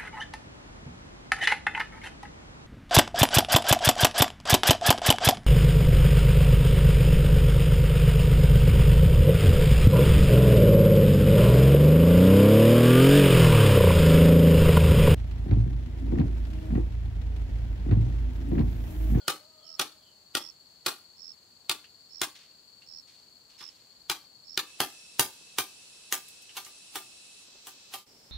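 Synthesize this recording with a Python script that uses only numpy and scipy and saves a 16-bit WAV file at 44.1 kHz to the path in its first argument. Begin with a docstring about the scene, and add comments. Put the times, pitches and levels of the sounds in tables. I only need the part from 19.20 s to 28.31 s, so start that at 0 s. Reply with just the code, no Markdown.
"""A bamboo slat is chopped on a hollow log; a house front slaps back each blow, a rooster and a bird call
far off, one cricket chirps near and another trills far away. From 5.5 s a standing cane is split under a
hissing insect chorus that is gone by 8.3 s; thin wavering tones last to 8.75 s, then a doorway's quiet air follows.
Blows are shaped noise (fibres), decaying sines (ring) and scattered noise (echo); gentler ones ring more.
Scrapes, taps and bumps are band-passed grains, callers gliding sines, air, chorus and tones filtered noise."""
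import sys
import numpy as np
from scipy import signal
from scipy.fft import rfft, irfft, next_fast_len
from scipy.io import wavfile
from scipy.ndimage import uniform_filter1d

SR = 44100
rng = np.random.default_rng(int(sys.argv[2]) if len(sys.argv) > 2 else 0)


def file_out(sig):
    """Save sig as 16-bit WAV at sys.argv[1]."""
    # one column per channel
    cols = np.atleast_2d(sig).T
    # limit, then scale
    lim = np.clip(cols, -1, 1)
    pcm = np.round(lim * 32767).astype(np.int16)
    wavfile.write(sys.argv[1], SR, pcm)


N = 401751
T = np.arange(N) / SR
PILE_S, DOOR_S = 5.46, 8.865  # start of the cane pile's and the doorway's background


def amp(db):
    """Decibels to gain."""
    return 10 ** (np.asarray(db) / 20)


def unit(x):
    """Scale to rms 1."""
    return x / np.sqrt(np.mean(x ** 2))


def pan(db):
    """Left and right gains for a left-over-right level difference."""
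    gains = amp(np.array([[db], [-db]]) / 2)
    return unit(gains)


def fade(t, t60):
    """Exponential decay from t = 0, 60 dB down after t60 seconds."""
    return (t >= 0) * amp(-60 * np.maximum(t, 0) / t60)


def between(start, end, ramp):
    """Gate with straight ramps, centred on start and end (s)."""
    return np.clip(np.minimum(T - start, end - T) / ramp + .5, 0, 1)


def colour(x, points):
    """Minimum-phase filter through (f/Hz, level/dB) points, by folding the cepstrum."""
    size = next_fast_len(x.shape[-1] + 2048, True) * 2
    point_hz, point_db = np.transpose(points)
    f = np.maximum(np.fft.rfftfreq(size, 1 / SR), 1)
    gain_db = np.interp(np.log(f), np.log(point_hz), point_db)
    cepstrum = irfft(np.log(amp(gain_db)))
    cepstrum[1:size // 2] *= 2
    cepstrum[size // 2 + 1:] = 0
    response = np.exp(rfft(cepstrum))
    return irfft(rfft(x, size) * response)[..., :x.shape[-1]]


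def band(x, hz, width_hz):
    """One resonance, applied twice for steep skirts; width_hz is that of a single pass."""
    b, a = signal.iirpeak(min(hz, SR / 3), hz / min(width_hz, SR / 4), SR)
    return signal.lfilter(b, a, signal.lfilter(b, a, x))


def air(size, apart_hz):
    """Stereo noise: channels alike in the bass, ever less related above apart_hz."""
    mid, side = rfft(rng.standard_normal((2, size)))
    alike = np.clip(0.77 / (1 + (np.fft.rfftfreq(size, 1 / SR) / apart_hz) ** 2), 0, 1)
    mid, side = mid * np.sqrt(1 + alike), side * np.sqrt(1 - alike)
    return unit(irfft(np.array([mid + side, mid - side]), size))


def walk(rate_hz, size=N):
    """Random curve of rms near 1: new targets at rate_hz joined by straight lines."""
    k = max(int(SR / rate_hz), 1)
    steps = np.repeat(rng.standard_normal(size // k + 2), k)
    return unit(uniform_filter1d(steps, k))[:size]


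def add(out, x, s):
    """Mix x into out at time s."""
    i = int(s * SR)
    a, b = max(i, 0), min(i + x.shape[-1], N)
    out[:, a:b] += x[..., a - i:b - i]


def chopping():
    """A slat cut on the log, about three metres from the house front."""
    # blows: t/s, level/dB, bite length/s, bass/dB, treble/dB
    chops = [(0.0795, -21, 0.0054, 2.5, 1), (0.5938, -21.5, 0.0072, 2, -0.5),
             (1.15, -20, 0.0045, -0.5, -.5), (1.6618, -23, 0.0073, 1.5, 2),
             (2.4945, -18, 0.0041, -4.5, -.5), (3.0148, -22.5, 0.0053, 0.5, 3),
             (4.407, -45.5, 0.0095, 0, -6), (4.897, -21, 0.0049, -3.5, 1), (5.3742, -19.5, 0.0046, -3, -1)]
    # breaking fibres: f/Hz, level/dB
    chop_crack = [(40, -27), (140, -12.5), (220, -11.5), (350, -4), (700, -9.5), (1300, -3), (2000, -6),
                  (3600, 2.5), (5000, -3), (6500, -7.5), (10000, -10.5), (15500, -15.5)]
    # ring of slat and log: f/Hz, level/dB, t60/s
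    slat_modes = [(82, -27.5, 0.086), (152, -19.5, 0.074), (309, -26.5, 0.27), (363.5, -10, 0.077),
                  (799, -22.5, 0.2), (892, -22.5, 0.19), (1164, -18.5, 0.21), (1254, -18.5, 0.14),
                  (1420, -6, 0.057), (1860, -13.5, 0.059), (2440, -15.5, 0.13), (2870, -18, 0.12),
                  (3470, -7, 0.046), (3870, -7, 0.0073), (4800, -8.5, 0.055)]
    house = dict(wall_s=0.01624, clutter_db=-5.5, t60=0.059, late_db=-12.5, late_t60=0.28, boom_db=-27,
                 tone=[(300, 0.5), (1100, 7.0), (2500, 1.5), (6000, 2.0), (15000, 4.5)])
    return blows(chops, chop_crack, slat_modes, house, lead_in_db=-44.5, echo_db=-1.5,
                 middle_share=0.64, grain_db=1.5, pan_db=1.5)


def splitting():
    """A standing cane split beside a heap of poles that scatters the sound."""
    # strokes: t/s, level/dB, bite length/s, bass/dB, treble/dB
    splits = [(5.6022, -18, .004, 2.5, 0.5), (5.9942, -14.5, 0.0038, 1.5, 5.5),
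              (6.384, -18.5, 0.0037, -4, 1), (6.9242, -20, 0.0022, -5, 6),
              (7.3665, -35.5, 0.011, -5.5, 1.5), (7.463, -49, 0.0047, -5, 5.5),
              (7.7555, -32, 0.0048, -1.5, 5), (8.4695, -42, 0.0042, -4, 6.5),
              (8.738, -34.5, 0.0053, -7, 3.5)]
    # breaking fibres: f/Hz, level/dB
    split_crack = [(40, -23.5), (140, -9), (200, -12), (330, -3.5), (600, -7.5), (850, 0), (2000, -5),
                   (3100, 0.5), (5000, -3.5), (7500, -10), (10000, -8), (15500, -11)]
    # ring of the cane: f/Hz, level/dB, t60/s
    cane_modes = [(139, -24.5, 0.067), (283, -17, 0.081), (374, -19, 0.22), (433, -16.5, 0.076),
                  (772, -17, 0.15), (796, -20, 0.12), (1036, -17, 0.08), (1198, -14.5, 0.2),
                  (1517, -18, 0.076), (1890, -14.5, 0.085), (2840, -9.5, 0.048), (3130, -13.5, 0.043),
                  (3900, -9.5, 0.04), (5945, -11, 0.033), (8120, -21, 0.055), (9720, -10.5, 0.037),
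                  (11500, -26, 0.073)]
    heap = dict(wall_s=0.0101, clutter_db=4.0, t60=0.16, late_db=-6, late_t60=0.29, boom_db=-27.5,
                tone=[(300, 1), (1100, 0.4), (2500, -0.74), (6000, -0.2), (15000, 1)])
    return blows(splits, split_crack, cane_modes, heap, lead_in_db=-38.5, echo_db=-0.56,
                 middle_share=.05, grain_db=1.5, pan_db=0.5)


def blows(table, crack, modes, place, lead_in_db, echo_db, middle_share, grain_db, pan_db):
    """A faint noise swells up just before each blow; fibres burst for a few ms, bamboo rings, the yard answers."""
    # gentleness: distance below a firm blow, soft-limited to +-1
    firm_db, gentle_range_db = -19.5, 10.5
    # changes at gentleness 1; dulling is per octave above the corner
    gentle_ring_db, gentle_echo_db, gentle_hollow_db = 6.5, 3, 1
    gentle_dull_db, gentle_corner_hz = 2.5, 1300
    lead_in_max_db = -9  # relative to the bite
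    out, lead = np.zeros((2, N)), SR // 20
    t = (np.arange(SR // 2) - lead) / SR
    mode_hz = np.array(modes)[:, 0]
    octaves_up = np.log2(np.maximum(mode_hz / gentle_corner_hz, 1))
    for s, db, bite_s, bass_db, treble_db in table:
        gentle = np.tanh((firm_db - db) / gentle_range_db)

        # the lead-in noise keeps a steady level, up to its cap
        lead_in_gain = amp(min(lead_in_db - db, lead_in_max_db))
        bite = np.clip(t / 0.0012, 0, 1) / (1 + (np.abs(t) / bite_s) ** 6)
        lead_in = (t < .001) * lead_in_gain * np.exp(-np.abs(t) / (0.018 * np.sqrt(lead_in_gain)))
        force = (bite + lead_in) * amp(grain_db * walk(2500, len(t)))
        fibres = unit(colour(air(len(t), apart_hz=17000) * force, crack)) / np.sqrt(len(t))
        echo_gain = amp(echo_db + gentle * gentle_echo_db) * pan(pan_db)
        echo = echo_gain * surroundings(t, fibres, crack, **place)

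        # each blow lands on another spot: chance in level/dB, pitch share, phase/turns
        chance = rng.standard_normal((len(modes), 3)) * [1.2, .004, 1]
        dull_db = gentle * gentle_dull_db * octaves_up
        ring = np.zeros(len(t))
        for (hz, mode_db, t60), (level, detune, turn), dull in zip(modes, chance, dull_db):
            wave = np.sin(2 * np.pi * (hz * (1 + detune) * t + turn))
            ring += amp(mode_db + level - dull) * fade(t, t60) * wave
        # the modes build up while the blade pushes
        ring *= amp(gentle * gentle_ring_db) * np.clip(t / bite_s, 0, 1)

        blow = np.sqrt(bite_s * SR) * (fibres + echo) + ring
        middle_db = middle_share * bass_db + gentle * gentle_hollow_db
        blow = colour(blow, [(450, bass_db), (750, middle_db), (1500, middle_db),
                             (2200, 0), (4700, 0.0057), (6500, treble_db)])
        add(out, amp(db) * blow, s - lead / SR)
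    return out


def surroundings(t, fibres, crack, wall_s, clutter_db, t60, late_db, late_t60, boom_db, tone):
    """Scattered crack: nearby clutter, the slap of a wall, a thin late tail, a dull far return."""
    swell = np.clip((t - wall_s) / .0015, 0, 1)
    power = (amp(clutter_db) * fade(t - .003, 0.13)) ** 2
    power += (swell * fade(t - wall_s, t60)) ** 2
    power += (swell * amp(late_db) * fade(t - wall_s, late_t60)) ** 2
    # single reflections make the decay rough
    rays = air(len(t), apart_hz=3000) * np.sqrt(power) * amp(2 * walk(700, len(t)))
    # flat faces mirror this very crack; rough ones return only its colour
    mirrored = signal.fftconvolve(rays, fibres[:1, t >= 0], axes=1)[:, :len(t)]
    echo = unit(mirrored) + unit(colour(rays, crack))
    boom = fade(t - .056, 0.11) * band(air(len(t), apart_hz=2800), 322, 220)
    return (unit(colour(echo, tone)) + amp(boom_db) * unit(boom)) / np.sqrt(len(t))


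def handling():
    """Dry strips catch and slip in short grainy scrapes; light taps of the blade ring briefly; the cane bumps."""
    # strips dragged over the log or pulled off the blade: t/s, level/dB, decay time constant/s, f/Hz
    scrapes = [(3.15, -51, 0.081, 3270), (3.87, -56.5, 0.095, 3830), (4.292, -60.5, 0.11, 3660),
               (4.377, -53.5, 0.16, 3800), (7.079, -48.5, .033, 8000), (7.22, -50, .012, 8000),
               (7.446, -44, .014, 6000)]
    # light taps of the blade: t/s, level/dB
    taps = [(2.642, -50.5), (3.619, -52.5), (7.291, -46)]
    # soft low bumps from the cane: t/s, level/dB
    bumps = [(6.208, -57), (8.282, -58.5), (8.348, -55)]
    scrape_width = 1.24  # share of the centre frequency
    tap_s, tap_hz, tap_ring_width_hz, tap_grain_width_hz = 0.019, 2850, 500, 4000
    bump_s, bump_hz, bump_width_hz = 0.0086, 416, 750
    out = np.zeros((2, N))
    for s, db, decay_s, hz in scrapes:
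        grains, shape = contact(decay_s)
        add(out, amp(db) * shape * unit(band(grains, hz, scrape_width * hz)), s)
    for s, db in taps:
        grains, shape = contact(tap_s)
        ring = unit(band(grains, tap_hz, tap_ring_width_hz))
        grit = unit(band(grains, tap_hz, tap_grain_width_hz))
        add(out, amp(db) * shape * unit(ring + grit), s)
    for s, db in bumps:
        grains, shape = contact(bump_s)
        add(out, amp(db) * shape * unit(band(grains, bump_hz, bump_width_hz)), s)
    return out


def contact(decay_s):
    """Dry grains, and an envelope that starts fast and dies away."""
    t = np.arange(SR // 2) / SR
    grains = air(len(t), apart_hz=4940) * amp(2.4 * walk(500, len(t)))
    return grains, np.minimum(t / (0.077 * decay_s), 1) * np.exp(-t / decay_s)


def near_cricket():
    """Paired wing strokes, each a short falling note, swell into a chirp on the right."""
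    # chirps: t/s, length/s
    chirps = [(.44, 0.12), (1.163, .14), (1.968, 0.15), (2.895, 0.15), (3.661, .134), (4.377, 0.12),
              (5.244, 0.12)]
    chirp_db, swell_s = -34.5, .07
    stroke_s, pair_s, second_s = .0085, .0245, .0108
    out, t = np.zeros((2, N)), np.arange(SR // 80) / SR
    for start, length_s in chirps:
        for k in range(14):
            since = k // 2 * pair_s + k % 2 * second_s
            effort = min(0.18 + since / swell_s, 1)
            hz = 5520 + 110 * effort - 560 * t / stroke_s + 30 * rng.standard_normal()
            swing = np.sin(np.pi * np.minimum(t / stroke_s, 1)) ** 2
            note = swing * np.sin(2 * np.pi * np.cumsum(hz) / SR)
            gain = (since < length_s) * amp(chirp_db + rng.standard_normal()) * effort
            add(out, gain * note, start + since)
    tail_t = np.arange(SR // 8) / SR
    leaves = rng.standard_normal((2, len(tail_t))) * fade(tail_t - .004, 0.082)
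    scatter = signal.fftconvolve(out, unit(leaves) / np.sqrt(len(tail_t)), axes=1)[:, :N]
    return out * np.array([[amp(-38.0)], [1]]) + amp(-14.5) * scatter


def far_cricket():
    """An endless trill of paired falling notes, half blurred by distance."""
    phase = np.cumsum(21.0 * (1 + 0.0497 * walk(7.4))) / SR % 1  # about 21 pairs a second
    stroke = np.clip((phase - .15) / .3, 0, 2) % 1
    hz = 4600 - 340 * stroke + 40 * walk(200)
    notes = unit(np.sin(np.pi * stroke) * np.sin(2 * np.pi * np.cumsum(hz) / SR))
    blur = unit(band(air(N, apart_hz=1460), 4425, 430))
    blur = blur * np.sqrt(1 - 0.44 * np.cos(2 * np.pi * phase))
    return amp(-59 + 1.04 * walk(3.01)) * pan(6.0) * (0.43 * notes + blur)


def far_birds():
    """A rooster's long hoarse note and three falling whistles, smeared by the trees on their way."""
    # the crow steps up from an opening note to a held one, then sags and dies away
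    open_hz, held_hz, sag_hz_per_s = 582, 638, 60
    step_s, hold_end_s = .24, .52
    crow_db, crow_fade_db_per_s = -64.5, 30
    # the first whistle is already under way at t = 0
    first_s, every_s, whistle_hz, fall_hz_per_s, whistle_db = -.04, .41, 3480, 3600, -65
    dying = np.clip(T - hold_end_s, 0, 3)
    hz = open_hz + (held_hz - open_hz) * between(step_s, 10, .09) - sag_hz_per_s * dying
    phase = 2 * np.pi * np.cumsum(hz * (1 + 0.022 * walk(70))) / SR
    hoarse = amp(-13) * np.sin(1.5 * phase) + amp(4) * fade(T, .4) * np.sin(2.5 * phase)
    beak = np.exp(-((T - hold_end_s) / 0.21) ** 2)  # the overtone comes out as the beak opens
    crow = np.sin(phase) + amp(-5) * beak * np.sin(2 * phase) + hoarse
    out = pan(0) * crow * amp(crow_db - crow_fade_db_per_s * dying)
    t = np.arange(SR // 6) / SR
    for k in range(3):
        hz = whistle_hz - fall_hz_per_s * t + 110 * walk(500, len(t))
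        whistle = np.hanning(len(t)) ** .5 * np.sin(2 * np.pi * np.cumsum(hz) / SR)
        add(out, amp(whistle_db) * whistle, first_s + k * every_s)
    trees = unit(air(len(t), apart_hz=1480) * fade(t, 0.21)) / np.sqrt(len(t))
    return out + signal.fftconvolve(out, trees, axes=1)[:, :N]


def chorus():
    """Many insects merge into a hiss; a few narrow, wavering tones sound with it."""
    # hiss: f/Hz, density/dB
    hiss_spectrum = [(2300, -43), (2550, 8), (3200, -8), (4200, -8.5), (6400, -4), (7600, 2.5), (10400, 1),
                     (11300, -22), (16000, -62)]
    # narrow tones: f/Hz, level/dB
    thin_tones = [(2611, -64.5), (3962, -68.5), (5195, -72), (5469, -64.5), (6013, -67.5), (8742, -74)]
    tone_width_hz, tone_waver_db = 95, 2
    hiss = ambience(hiss_spectrum, db=-57.5, waver_db=1.0) * between(PILE_S, 10, 0.057)
    hiss = hiss * np.interp(T, [8.22, 8.3], [1, 0])
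    noise = air(N, apart_hz=895)
    tones = np.zeros((2, N))
    for hz, db in thin_tones:
        tones += amp(db + tone_waver_db * walk(3.013)) * unit(band(noise, hz, tone_width_hz))
    return hiss + tones * between(PILE_S, 8.75, 0.041)


def ambience(spectrum, db, waver_db):
    """Coloured stereo noise whose level wavers."""
    return unit(colour(air(N, apart_hz=830), spectrum)) * amp(db + waver_db * walk(4.6))


def scene():
    """The work and the three outdoor backgrounds in turn."""
    # air and far insects by the house, at the cane pile, at the doorway: f/Hz, density/dB
    yard_air = [(25, -20), (60, -2), (140, 0.5), (400, -3), (1000, -5.5), (2200, -11), (3700, -7.5),
                (5500, -13.5), (6600, -7.5), (7300, -2.5), (8200, -12.5), (10000, -17), (14000, -15),
                (16000, -16)]
    pile_air = [(25, -12), (70, -2), (150, 1), (400, 0.5), (900, -3), (2000, -5), (3000, 2), (4300, 8),
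                (5600, 2.5), (6500, -0.5), (7600, 4.5), (9000, -9.5), (12000, -12), (16000, -19)]
    door_air = [(30, -11), (100, -5), (250, -2.5), (500, -3.5), (1500, -13), (3800, -10.5), (4400, -5),
                (4800, -5), (5500, 2), (6100, -14), (7300, -9), (10000, -18.5), (15000, -19)]
    yard = ambience(yard_air, db=-63.5, waver_db=0.14) + far_cricket()
    yard = yard * between(-1, PILE_S, 0.043)
    pile = ambience(pile_air, db=-54.5, waver_db=0.07) * between(PILE_S, 8.83, 0.057) + chorus()
    door = ambience(door_air, db=-57.5, waver_db=.4) * between(DOOR_S, 10, .01)
    work = chopping() + splitting() + handling()
    return work + near_cricket() + far_birds() + yard + pile + door


def record(dry):
    """The microphone rounds high peaks (tanh) and cuts the top (steep low-pass)."""
    top_hz, ceiling = 15700, .6
    rounded = ceiling * np.tanh(dry / ceiling)
    low_pass = signal.ellip(10, .2, 70, top_hz, fs=SR, output="sos")
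    return signal.sosfilt(low_pass, rounded)


dry = scene()
out = record(dry)
file_out(out)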